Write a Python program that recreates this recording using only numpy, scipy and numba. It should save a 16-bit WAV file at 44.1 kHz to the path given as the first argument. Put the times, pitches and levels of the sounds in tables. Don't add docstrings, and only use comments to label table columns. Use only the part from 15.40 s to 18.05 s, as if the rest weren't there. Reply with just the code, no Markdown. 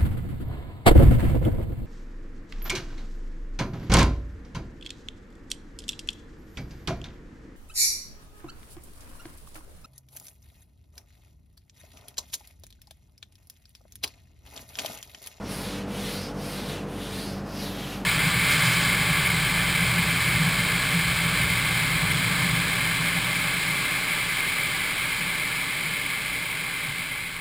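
import sys
import numpy as np
from scipy import signal
from scipy.fft import rfft, irfft, next_fast_len
from scipy.io import wavfile
from scipy.ndimage import uniform_filter1d
from numba import njit

SR = 44100
rng = np.random.default_rng(int(sys.argv[2]) if len(sys.argv) > 2 else 0)


def level_to_linear(level):
    exponent = np.asarray(level, float) / 20
    return 10 ** exponent


def dump_mix(stems):
    frames = np.atleast_2d(stems).T
    limited = np.clip(frames, -1, 1)
    pcm = np.round(limited * 32767).astype(np.int16)
    wavfile.write(sys.argv[1], SR, pcm)


N = 116865


def level(x, db):
    return x * level_to_linear(db) / np.sqrt(np.mean(x ** 2))


@njit
def svf(x, hz, width):
    y, band, low = np.empty(len(x)), 0., 0.
    for i in range(len(x)):
        g, k = np.tan(np.pi * hz[i] / SR), width[i] / hz[i]
        v = (band + g * (x[i] - low)) / (1 + g * (g + k))
        band = 2 * v - band
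        low += 2 * g * v
        y[i] = k * v
    return y


def ring(x, hz, width_hz):
    hz = np.clip(hz * np.ones(N), 20, .45 * SR)
    width_hz = width_hz * np.ones(N)
    return level(svf(svf(x, hz, width_hz), hz, width_hz), 0)


def walk(rate):
    values = rng.standard_normal(size=400)
    hold = int(SR / rate)
    held = values[np.arange(N) // hold % 400]
    w = uniform_filter1d(uniform_filter1d(held, hold), hold)
    return (w - w.mean()) / w.std()


def air():
    # frequency in Hz, density in dB per Hz.
    spectrum = [(20, -33), (60, -13), (130, -3), (521, -10.5), (1380, -17), (2000, -24.5), (6000, -37.5),
                (15500, -49)]
    size = next_fast_len(N)
    f = np.arange(size // 2 + 1) * SR / size + 1
    hz, db = np.array(spectrum).T
    gain = level_to_linear(np.interp(np.log(f), np.log(hz), db))
    rush = irfft(rfft(rng.standard_normal(size)) * gain, size)[:N]
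    return level(rush, -38)


def fan(t):
    # multiple of the motor's pitch, rms level in dB,
    # time in seconds when it sinks away (9: steady throughout).
    harmonics = [(1, -46, 9), (2, -48, 9), (4, -41.5, 9), (6, -51, 9), (8, -56.5, 9), (9, -53, 9),
                 (10, -46, 1.58), (11, -61, 9), (12, -56, 9), (15, -65, 9), (20, -67, 9), (21, -67, 9),
                 (22, -62, 9), (29, -63.5, 9)]
    # frequency in Hz, rms level in dB.
    machines = [(37.3, -73), (45.75, -66), (51.75, -68), (92.36, -52), (149.1, -52), (189.15, -53.5),
                (200.28, -49), (554.8, -53), (777.3, -64)]
    # centre in Hz, width in Hz, rms level in dB.
    casing = [(146.6, 23, -46.5), (200.7, 35.4, -44.5), (241.2, 51, -47.5), (288.2, 16.5, -48),
              (337, 20, -58.5), (436.3, 20, -50), (678, 107, -52), (828, 60, -55.5)]
    motor_hz, wobble_per_s, wobble_db = 48.81, 5.6, 0.3
    swells_s, fade_s, fade_db = .27, 0.042, -12

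    def tone(hz, db):
        return level(np.sin(2 * np.pi * (hz * t + rng.random())), db)

    out = 0
    for multiple, db, fades in harmonics:
        sway_db = 0
        if fades < t[-1]:
            outside_s = np.maximum(t - fades, swells_s - t)
            sway_db = fade_db * np.clip(outside_s / fade_s, 0, 1)
        if multiple > 1:
            sway_db = sway_db + wobble_db * walk(wobble_per_s)
        out = out + tone(multiple * motor_hz, db) * level_to_linear(sway_db)
    for hz, db in machines:
        out = out + tone(hz, db)
    for hz, width_hz, db in casing:
        out = out + level_to_linear(db) * ring(rng.standard_normal(N), hz, width_hz)
    return out


def side_patches():
    # centre in seconds, low edge in Hz, high edge in Hz, rms level in dB.
    patches = [
        (.261, 6900, 8250, -61),
        (.354, 6200, 8250, -55),
        (.354, 11700, 13800, -62),
        (.726, 6900, 9000, -57),
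        (.726, 11000, 12400, -55),
        (1.237, 8250, 9650, -56),
        (1.608, 6900, 8250, -60.5),
    ]
    length_s = .037
    t, f = np.arange(N) / SR, np.arange(N // 2 + 1) * SR / N
    side = 0
    for at, low_hz, high_hz, db in patches:
        band = irfft(rfft(rng.standard_normal(N)) * (f > low_hz) * (f < high_hz), N)
        side = side + level(band, db) * np.exp(-((t - at) / (length_s / 2)) ** 4)
    return side * np.array([[1], [-1]])


@njit
def walls(x, lags, gain, damp):
    line, soft, out = np.zeros((8, 4096)), np.zeros(8), np.zeros(len(x))
    for i in range(len(x)):
        total = 0.
        for k in range(8):
            soft[k] += (1 - damp) * (gain[k] * line[k, (i - lags[k]) & 4095] - soft[k])
            total += soft[k]
        out[i] = soft[0] - soft[3] + soft[5] - soft[6]
        for k in range(8):
            line[k, i & 4095] = x[i] + soft[k] - total / 4
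    return out


def body(x, t):
    # delay in ms, drift of the delay in ms, level in dB.
    echoes = [(3.1, .25, -11), (5.3, .4, -11), (8.9, .5, -12)]
    total, power = x, 1
    for delay_ms, drift_ms, db in echoes:
        delay_s = (delay_ms + drift_ms * walk(6)) / 1000
        total = total + level_to_linear(db) * np.interp(t - delay_s, t, x)
        power += level_to_linear(2 * db)
    return total / np.sqrt(power)


def scrape():
    grains_per_s, spread_db, grain_db = 9000, 2.5, -6
    chance = rng.random((2, N))
    hits = chance[0] < grains_per_s / SR
    sizes = level_to_linear(-spread_db * np.log(1 - chance[1]))
    grains = hits * sizes * np.sign(rng.standard_normal(N))
    return rng.standard_normal(N) + level(grains, grain_db)


def eraser(t):
    # time in seconds, rubbing level in dB from the hand's speed,
    # brightness in dB from its pressure.
    strokes = [
        [(0, -59, -10), (.06, -46.5, -9), (.12, -40, -3), (.17, -42.5, 0), (.3, -39, -8.5), (.39, -42, -9.5),
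         (.43, -47, -15), (.46, -59, -14)],
        [(.49, -49, -8), (.55, -42, -7), (.61, -38, -6.5), (.72, -39.5, -5), (.83, -42.5, -7.5),
         (.89, -49, -11), (.935, -76, -5)],
        [(1.0, -48, -4), (1.06, -42.5, -2.5), (1.14, -41, -3.5), (1.24, -40, -8), (1.31, -40, -7.5),
         (1.38, -43.5, -11), (1.42, -50, -12), (1.46, -71, -6)],
        [(1.51, -50.5, -3.5), (1.57, -43.5, -6.5), (1.62, -41.5, -6.5), (1.7, -40.5, -7), (1.8, -38.5, -5),
         (1.88, -43, -7), (1.99, -51, -9), (2.032, -76, -14)],
        [(2.07, -55, -5), (2.14, -46.5, -7), (2.22, -41, -6), (2.3, -42, -6.5), (2.4, -41.5, -8.5),
         (2.52, -41, -9), (2.6, -49.5, -9), (2.655, -61, -8)],
    ]
    # time in seconds, resonance in Hz.
    hollow_path = [(0, 5400), (.13, 5170), (.3, 3780), (.44, 2480), (.55, 3000), (.65, 3730), (.83, 4750),
                   (.95, 5400), (1.07, 4750), (1.25, 3900), (1.42, 2470), (1.6, 3300), (1.77, 3900),
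                   (1.95, 4900), (2.15, 5120), (2.33, 3580), (2.55, 2820), (2.65, 2450)]
    # time in seconds, hiss centre in Hz, hollow ring in dB,
    # top air in dB.
    felt = [
        (.17, 10000, -4.5, -1),
        (.68, 9660, -1, 1.5),
        (1.12, 9500, -2, 0),
        (1.7, 9500, -1.5, 1),
        (2.36, 10900, -1.5, 4.5),
    ]

    path_s, speed_db, pressure_db = np.concatenate([np.array(s) for s in strokes]).T
    rub = uniform_filter1d(np.interp(t, path_s, level_to_linear(speed_db)), size=500)
    bright_db = np.interp(t, path_s, pressure_db)
    felt_s, felt_hz, felt_ring_db, felt_air_db = np.array(felt).T
    hollow_hz = np.interp(t, *np.array(hollow_path).T) * (1 + 0.015 * walk(26))
    hiss_hz = np.interp(t, felt_s, felt_hz) * (1 + .02 * walk(15))
    ring_db = np.interp(t, felt_s, felt_ring_db)
    air_db = -4.5 + np.interp(t, felt_s, felt_air_db)
    patch_db = 1 * walk(14)

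    def rough(x):
        flicker_db = -0.76 * walk(23)
        return x * level_to_linear(patch_db + flicker_db)

    rubbing = scrape()
    hollow = level_to_linear(ring_db) * rough(ring(rubbing, hollow_hz, .36 * hollow_hz))
    skirt = level_to_linear(-.5) * rough(ring(scrape(), 2990, 4660))
    grit = hollow + skirt

    hiss = rough(ring(rubbing, hiss_hz, 4300))
    hiss = hiss + level_to_linear(air_db) * rough(ring(scrape(), 12740, 12000))
    hiss = hiss + level_to_linear(-25) * rough(ring(rubbing, 7600, 2500))

    board = rough(ring(scrape(), 1840, 2200)) * level_to_linear(-46) * rub / level_to_linear(-39.5)
    return (level(grit, 0) + level(hiss, 0) * level_to_linear(bright_db)) * rub + board


def scene():
    t = np.arange(N) / SR
    wipe = body(eraser(t), t)
    room_t60_s, room_damp, room_db = 0.17, 0.35, -15
    lags = np.array([683, 811, 997, 1187, 1361, 1597, 1811, 2053])
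    room = walls(wipe, lags, level_to_linear(-60 * lags / SR / room_t60_s), room_damp)
    return np.tile(wipe + level_to_linear(room_db) * room + fan(t) + air(), (2, 1))


def band_limit(x):
    return signal.sosfilt(signal.butter(12, 15670, fs=SR, output="sos"), x)


def record(dry):
    top_cut = signal.ellip(10, .2, 80, 15720, fs=SR, output="sos")
    mix = signal.sosfilt(top_cut, dry + side_patches())
    return band_limit(mix)


dry = scene()
out = record(dry)
dump_mix(out)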